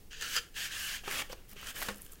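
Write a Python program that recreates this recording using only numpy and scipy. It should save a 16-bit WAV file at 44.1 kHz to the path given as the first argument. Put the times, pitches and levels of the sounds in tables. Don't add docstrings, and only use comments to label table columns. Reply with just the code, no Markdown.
import sys
import numpy as np
from scipy import signal
from scipy.fft import rfft, irfft, next_fast_len
from scipy.io import wavfile
from scipy.ndimage import uniform_filter1d, map_coordinates

SR = 44100
rng = np.random.default_rng(int(sys.argv[2]) if len(sys.argv) > 2 else 0)


def volts(x):
    e = np.asarray(x, float) / 20
    return 10 ** e


def store_wav(level_fs):
    pcm = np.round(np.clip(np.atleast_2d(level_fs), -1, 1) * 32767)
    wavfile.write(sys.argv[1], SR, pcm.T.astype(np.int16))


N = 97020


def unit(x):
    return x / np.sqrt(np.mean(x ** 2) + 1e-20)


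def along(points, hz):
    point_hz, value = np.transpose(points)
    return np.interp(np.log(hz + 1), np.log(point_hz + 1), value)


def wobble(rate):
    points = rng.standard_normal(int(N * rate / SR) + 4)
    return map_coordinates(points, [np.arange(N) * rate / SR])


def filtered(x, response):
    m = next_fast_len(N + 8192)
    hz = np.fft.rfftfreq(m, 1 / SR)
    return irfft(rfft(x, m) * response(hz), m)[..., :N]


def coloured(x, spectrum):
    return unit(filtered(x, lambda hz: volts(along(spectrum, hz))))


def flexing(x, patch_db):
    z = signal.stft(x, nperseg=512)[2]
    field = uniform_filter1d(rng.standard_normal(z.shape), size=3, axis=0)
    field = uniform_filter1d(field, size=10, axis=1)
    return unit(signal.istft(z * volts(patch_db * unit(field)), nperseg=512)[1][:N])


def slips(rate, spread_db):
    hit = rng.random(N) < rate / SR
    size_db = spread_db * np.minimum(rng.exponential(size=N), 2.5)
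    sign = rng.choice([-1, 1], size=N)
    return unit(hit * sign * volts(size_db)) + 0.73 * rng.standard_normal(N)


def swell(start_s, length_s):
    now = np.arange(N) / SR
    return np.sin(np.pi * np.clip((now - start_s) / length_s, 0, 1)) ** 2


def add(track, s, sound):
    track[round(s * SR):][:len(sound)] += sound


# pitch_hz, width_hz, level_db
AIR_POCKET = [(1374, 100, -4), (1580, 78, 4), (1750, 110, 2), (2676, 163, -2.5), (3066, 260, 0.5),
              (4560, 780, -7.5), (6530, 1050, -9.5), (8600, 320, -11), (8850, 460, -16)]


def pocket(hz, pitch=1):
    f = hz / pitch
    total = 0
    for k, (centre, width, db) in enumerate(AIR_POCKET):
        total = total + (-1) ** k * volts(db) * 1j * f * width / (centre ** 2 - f ** 2 + 1j * f * width)
    return total


# time_s, rubbing_level_db, speed_db (faster is brighter)
SLEEVE_PUSHES = [
    [(.095, -90, 5), (.112, -50.5, -20), (.195, -51, -5), (.215, -39, -6.5), (.31, -41.5, -0.5),
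     (.365, -33.5, 0), (.384, -34, -4.5), (.405, -52.5, -3), (.53, -72.5, -1)],
    [(.53, -70.5, 0), (.568, -39.5, -1.5), (.66, -39, 1), (.7, -49, -6), (.72, -41.5, -3), (.79, -41, 4.5),
     (.96, -39.5, 0.5), (1.0, -52, -11), (1.03, -66, 13)],
    [(1.031, -70, 0), (1.04, -49, -5), (1.085, -42, -1.5), (1.12, -39, 0), (1.2, -36.5, -1),
     (1.222, -38.5, -4), (1.232, -52, -5), (1.29, -61, -11)],
]
# time_s, rubbing_level_db, speed_db (faster is brighter)
JACKET_SHIFTS = [
    [(1.29, -60, -4), (1.299, -52, -2), (1.33, -50, 6.5), (1.345, -65.5, -27), (1.46, -68.5, -1)],
    [(1.46, -76, 2), (1.52, -60, 8.5), (1.555, -69, -4), (1.565, -53, -3), (1.65, -48.5, -4),
     (1.67, -46.5, 2), (1.71, -44, 1.5), (1.735, -61, -10)],
    [(1.735, -61, 0), (1.76, -46.5, 4.5), (1.8, -46, 0.5), (1.87, -47.5, 5), (1.91, -51, 2.5),
     (1.96, -60.5, -6), (2.03, -68, 9.5), (2.13, -67, -2), (2.2, -71, 0)],
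]
BOARD_RASP_DB = [-21, -20.5, -9, -5.5, -9, -4.5]
OUTSIDE_SHARE = [0.16, 0.29, 0.54, 0.73, 0.55, 0.49]
POCKET_PITCHES = [0.994, 1.004, 1.037, 0.93, 0.988, 1.03]
# pitch_hz, level_db
OPEN_SHEET = [(530, -17), (900, -10), (1140, -3.5), (2580, 7), (3210, 3), (3700, -3.5), (6660, -32),
              (15800, -31)]
# pitch_hz, level_db
FIBRE_FIZZ = [(3000, -14), (5000, -1.5), (8000, -2), (12000, -4.5), (14500, -5), (16500, -4.5)]
# pitch_hz, level_db
BOARD_RASP = [(150, -0.5), (350, -5.5), (550, 0), (900, -5.5), (1300, 3), (2200, -16.5)]


def sleeve():
    patch_db = 1.7
    fibres = flexing(slips(5000, 3), patch_db)
    outside = flexing(coloured(slips(5000, 3), OPEN_SHEET), 2.8)
    fizz = flexing(coloured(slips(9000, 3), FIBRE_FIZZ), patch_db) * volts(wobble(40))
    rasp = coloured(slips(2000, 6.2), BOARD_RASP) * volts(1.1 * wobble(29.26))
    squeeze = np.pi / 4 * (1 + np.tanh(wobble(14)))
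    t, out = np.arange(N) / SR, 0
    strokes = zip(SLEEVE_PUSHES + JACKET_SHIFTS, BOARD_RASP_DB, OUTSIDE_SHARE, POCKET_PITCHES)
    for rows, board_db, loose, pitch in strokes:
        s, level_db, speed_db = np.transpose(rows)

        def in_pocket(scale):
            return filtered(fibres, lambda hz: pocket(hz, pitch * scale) * hz ** 4 / (hz ** 4 + 1100 ** 4))

        inside = unit(np.cos(squeeze) * in_pocket(0.975) + np.sin(squeeze) * in_pocket(1.025))
        mix = np.sqrt(1 - loose) * inside + np.sqrt(loose) * outside
        mix = mix + volts(board_db) * rasp
        mix = mix + volts(-4.5 + np.interp(t, s, speed_db)) * fizz
        moving = (t >= s[0]) & (t < s[-1])
        out = out + volts(np.interp(t, s, level_db)) * moving * mix
    return out


# time_s, peak_db, pitch_hz, crack_db, ring_time_s
BOARD_KNOCKS = [(.368, -41.5, 473.5, 1, 0.13), (1.036, -46.5, 725, 2, 0.058),
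                (1.0773, -32.5, 410, 4.5, 0.05), (1.0773, -37, 800, 6.5, 0.043),
                (1.0791, -28.5, 1255, -8, 0.018), (1.192, -36.5, 1154, -15, 0.097),
                (1.219, -40, 835, 7, 0.049), (1.2987, -39.5, 520, 0, 0.053), (1.3295, -40, 502, 7.5, 0.048),
                (1.329, -37.5, 990, 3, 0.019), (1.527, -50.5, 215, 10.5, 0.17),
                (1.562, -46.5, 406, -6, 0.054), (1.6292, -36, 1330, -1, 0.016),
                (1.816, -36, 2020, 13.5, 0.034), (1.8246, -33, 1580, 11.5, 0.034),
                (1.8851, -36, 897, 15, 0.057), (1.8872, -34.5, 506, 12.5, 0.062),
                (1.889, -34, 1094, 2, 0.085), (1.887, -39.5, 208.3, 8, .15),
                (1.9022, -40.5, 1840, 7, 0.046), (1.902, -37, 513, -6, 0.089),
                (1.8885, -34.5, 1440, 0, 0.037)]
# pitch_hz, level_db, ring_time (share of the knock's)
BOARD_MODES = [(205, -8, 1.5), (395, -8, .9), (505, -5, 1.0), (790, -5, .7), (1040, -3, .8), (1206, -3, .8),
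               (1416, -4, .7), (1780, -5, .6)]


def knocks():
    out, cracks, t = np.zeros(N + SR), np.zeros(N + SR), np.arange(SR // 3) / SR
    crack_t60, crack_hz = 0.041, 3440
    for s, db, hz, crack_db, t60 in BOARD_KNOCKS:
        body = volts(-60 * t / t60) * np.sin(2 * np.pi * hz * t)
        for f, level, share in BOARD_MODES:
            distance_db = 7.5 * abs(np.log2(f / hz))
            mode_db = level - distance_db + rng.normal(0, 0.88)
            body = body + volts(mode_db - 60 * t / (share * t60)) * np.sin(2 * np.pi * f * t)
        add(out, s, volts(db - 4.0) * body * (1 - np.exp(-t / 0.00031)))
        crack = volts(db + crack_db - 60 * t / crack_t60) * rng.standard_normal(len(t))
        add(cracks, s, crack * (1 - np.exp(-t / 0.00039)))
    return out[:N] + filtered(cracks[:N], lambda hz: 1 / (1 + 1j * hz / crack_hz) ** 2 * hz / (hz - 700j))


# time_s, peak_db
EDGE_SNAGS = [(0.131, -32.5), (0.2121, -25), (0.2232, -25), (0.2284, -23), (0.3655, -14), (0.398, -43),
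              (0.543, -41), (0.5684, -47), (1.0376, -49), (1.6707, -28), (1.08, -44), (1.112, -21),
              (1.2974, -41), (1.864, -33), (1.8857, -31), (1.945, -38), (2.0633, -40), (2.095, -44),
              (2.156, -42)]


def snags():
    out, t = np.zeros(N + SR), np.arange(400) / SR
    for s, db in EDGE_SNAGS:
        pull = 0.39 * rng.standard_normal(len(t)) - 2.28 * (t == 0)
        add(out, s, volts(db - 60 * t / 0.0043) * pull)
    return filtered(out[:N], lambda hz: 3.6 * pocket(hz) + 0.5 * hz / (hz - 2500j) / (1 + 1j * hz / 12000))


# time_s, peak_db, pitch_hz
FILM_TICKS = [(1.515, -35, 15230), (1.5328, -32, 13500), (1.6133, -37, 11800), (1.628, -40, 15000),
              (1.6435, -39, 10000), (1.646, -42, 13500), (1.759, -41, 8000), (1.727, -34, 13400),
              (1.7934, -27, 14500), (1.8238, -23.5, 12600), (1.8314, -24, 11800), (1.9455, -41, 10000),
              (1.957, -41, 14200), (1.9595, -36, 10500), (1.962, -43, 10500), (1.9744, -41, 9230),
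              (1.983, -33, 10600), (2.009, -38, 14000), (2.015, -40, 11000), (2.0192, -30.5, 10200),
              (2.0258, -41, 14000), (2.0288, -41, 12500), (2.029, -48, 7000), (2.049, -40, 9500),
              (2.0528, -42, 13000), (2.066, -39.5, 10400), (2.0805, -47, 8540), (2.1188, -38, 11000),
              (2.1223, -34, 9800), (2.1265, -45, 13000), (2.129, -44, 12000), (2.1343, -36, 9400),
              (2.1365, -47, 12000), (2.144, -41, 13500)]
# start_s, length_s, level_db
FINGER_CREEPS = [
    (1.475, 0.043, -55.5),
    (1.745, 0.11, -44.5),
    (1.936, 0.076, -59),
    (1.97, 0.14, -58),
    (2.09, 0.077, -57),
    (1.097, 0.047, -45),
]
# pitch_hz, level_db
CREEP_TONE = [(5000, -15.5), (8000, -11), (11000, -10), (14500, -3.5), (16500, -18)]


def film():
    out, t = np.zeros(N + SR), np.arange(256) / SR
    tick_s, width = 0.00032, 0.21
    for s, db, hz in FILM_TICKS:
        band = np.exp(-0.5 * ((np.fft.rfftfreq(len(t), 1 / SR) / hz - 1) / width) ** 2)
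        noise = unit(irfft(rfft(rng.standard_normal(len(t))) * band))
        add(out, s, volts(db) * t / tick_s * np.exp(1 - t / tick_s) * 0.39 * noise)
    grip = sum(volts(db) * swell(s, length) for s, length, db in FINGER_CREEPS)
    crackle = unit(volts(1.6 * wobble(180)) * coloured(slips(2500, 3.7), CREEP_TONE))
    return out[:N] + grip * crackle


# start_s, length_s, level_db, pitch_hz, bandwidth (share
AIR_PUFFS = [
    (0.11, 0.23, -62, 467, .12),
    (0.177, 0.18, -54, 1370, .06),
    (0.346, 0.053, -34, 1463, 0.12),
    (0.353, 0.035, -34.5, 4800, 0.042),
    (0.384, 0.12, -64, 1900, 0.55),
    (1.103, 0.03, -43, 2140, 0.062),
    (1.311, 0.029, -47, 4900, 0.15),
    (1.98, 0.039, -59, 1580, 0.27),
    (2.118, 0.028, -60.5, 1320, 0.27),
]


def puffs():
    out = 0
    for s, length, db, hz, width in AIR_PUFFS:
        noise = rng.standard_normal(N)
        band = unit(filtered(noise, lambda f: np.exp(-0.5 * ((f / hz - 1) / width) ** 2)))
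        out = out + volts(db) * swell(s, length) * band
    return out


# pitch_hz, time_to_fade_60_db_s
ROOM_FADE = [(300, 0.53), (2000, 0.17), (10000, 0.28)]


def room(x):
    hz, t, z = signal.stft(rng.standard_normal(SR // 2), SR, nperseg=256)
    fade = volts(-60 * t / along(ROOM_FADE, hz)[:, None])
    tail = signal.istft(z * fade, SR, nperseg=256)[1]
    delayed = np.pad(x, (250, 0))
    return signal.fftconvolve(delayed, tail / np.linalg.norm(tail))[:N]


# pitch_hz, level_db
HUSH_TONE = [(88, -49), (150, -5), (438, -9), (575, -17), (833, -18), (901, -22), (13000, -25.5),
             (15800, -21.5)]
# pitch_hz, level_db
RUMBLE_TONE = [(5, -20), (12, 6.5), (25, 2), (45, -7), (80, -10.5), (200, -23.5)]


def floor():
    hush = coloured(rng.standard_normal(N), [(100, -65)] + list(HUSH_TONE))
    rumble = coloured(rng.standard_normal(N), list(RUMBLE_TONE) + [(300, -50)])
    return hush * volts(-61 + 1.06 * wobble(7.32)) + rumble * volts(-52.5 + 0.8 * wobble(4))


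def scene():
    near = sleeve() + knocks() + snags() + film() + puffs()
    return np.tile(near + volts(-13.5) * room(near) + floor(), (2, 1))


def low_pass(x):
    return signal.sosfilt(signal.butter(12, 16800, fs=SR, output="sos"), x)


def record(dry):
    late = np.roll(dry[0], 31)
    treble = filtered(late, lambda hz: volts(-32) * hz ** 4 / (hz ** 4 + 9900 ** 4))
    side = treble * volts(3.8 * wobble(30.2))
    mix = filtered(dry + side * [[1], [-1]], lambda hz: hz < 15850)
    return low_pass(mix)


dry = scene()
out = record(dry)
store_wav(out)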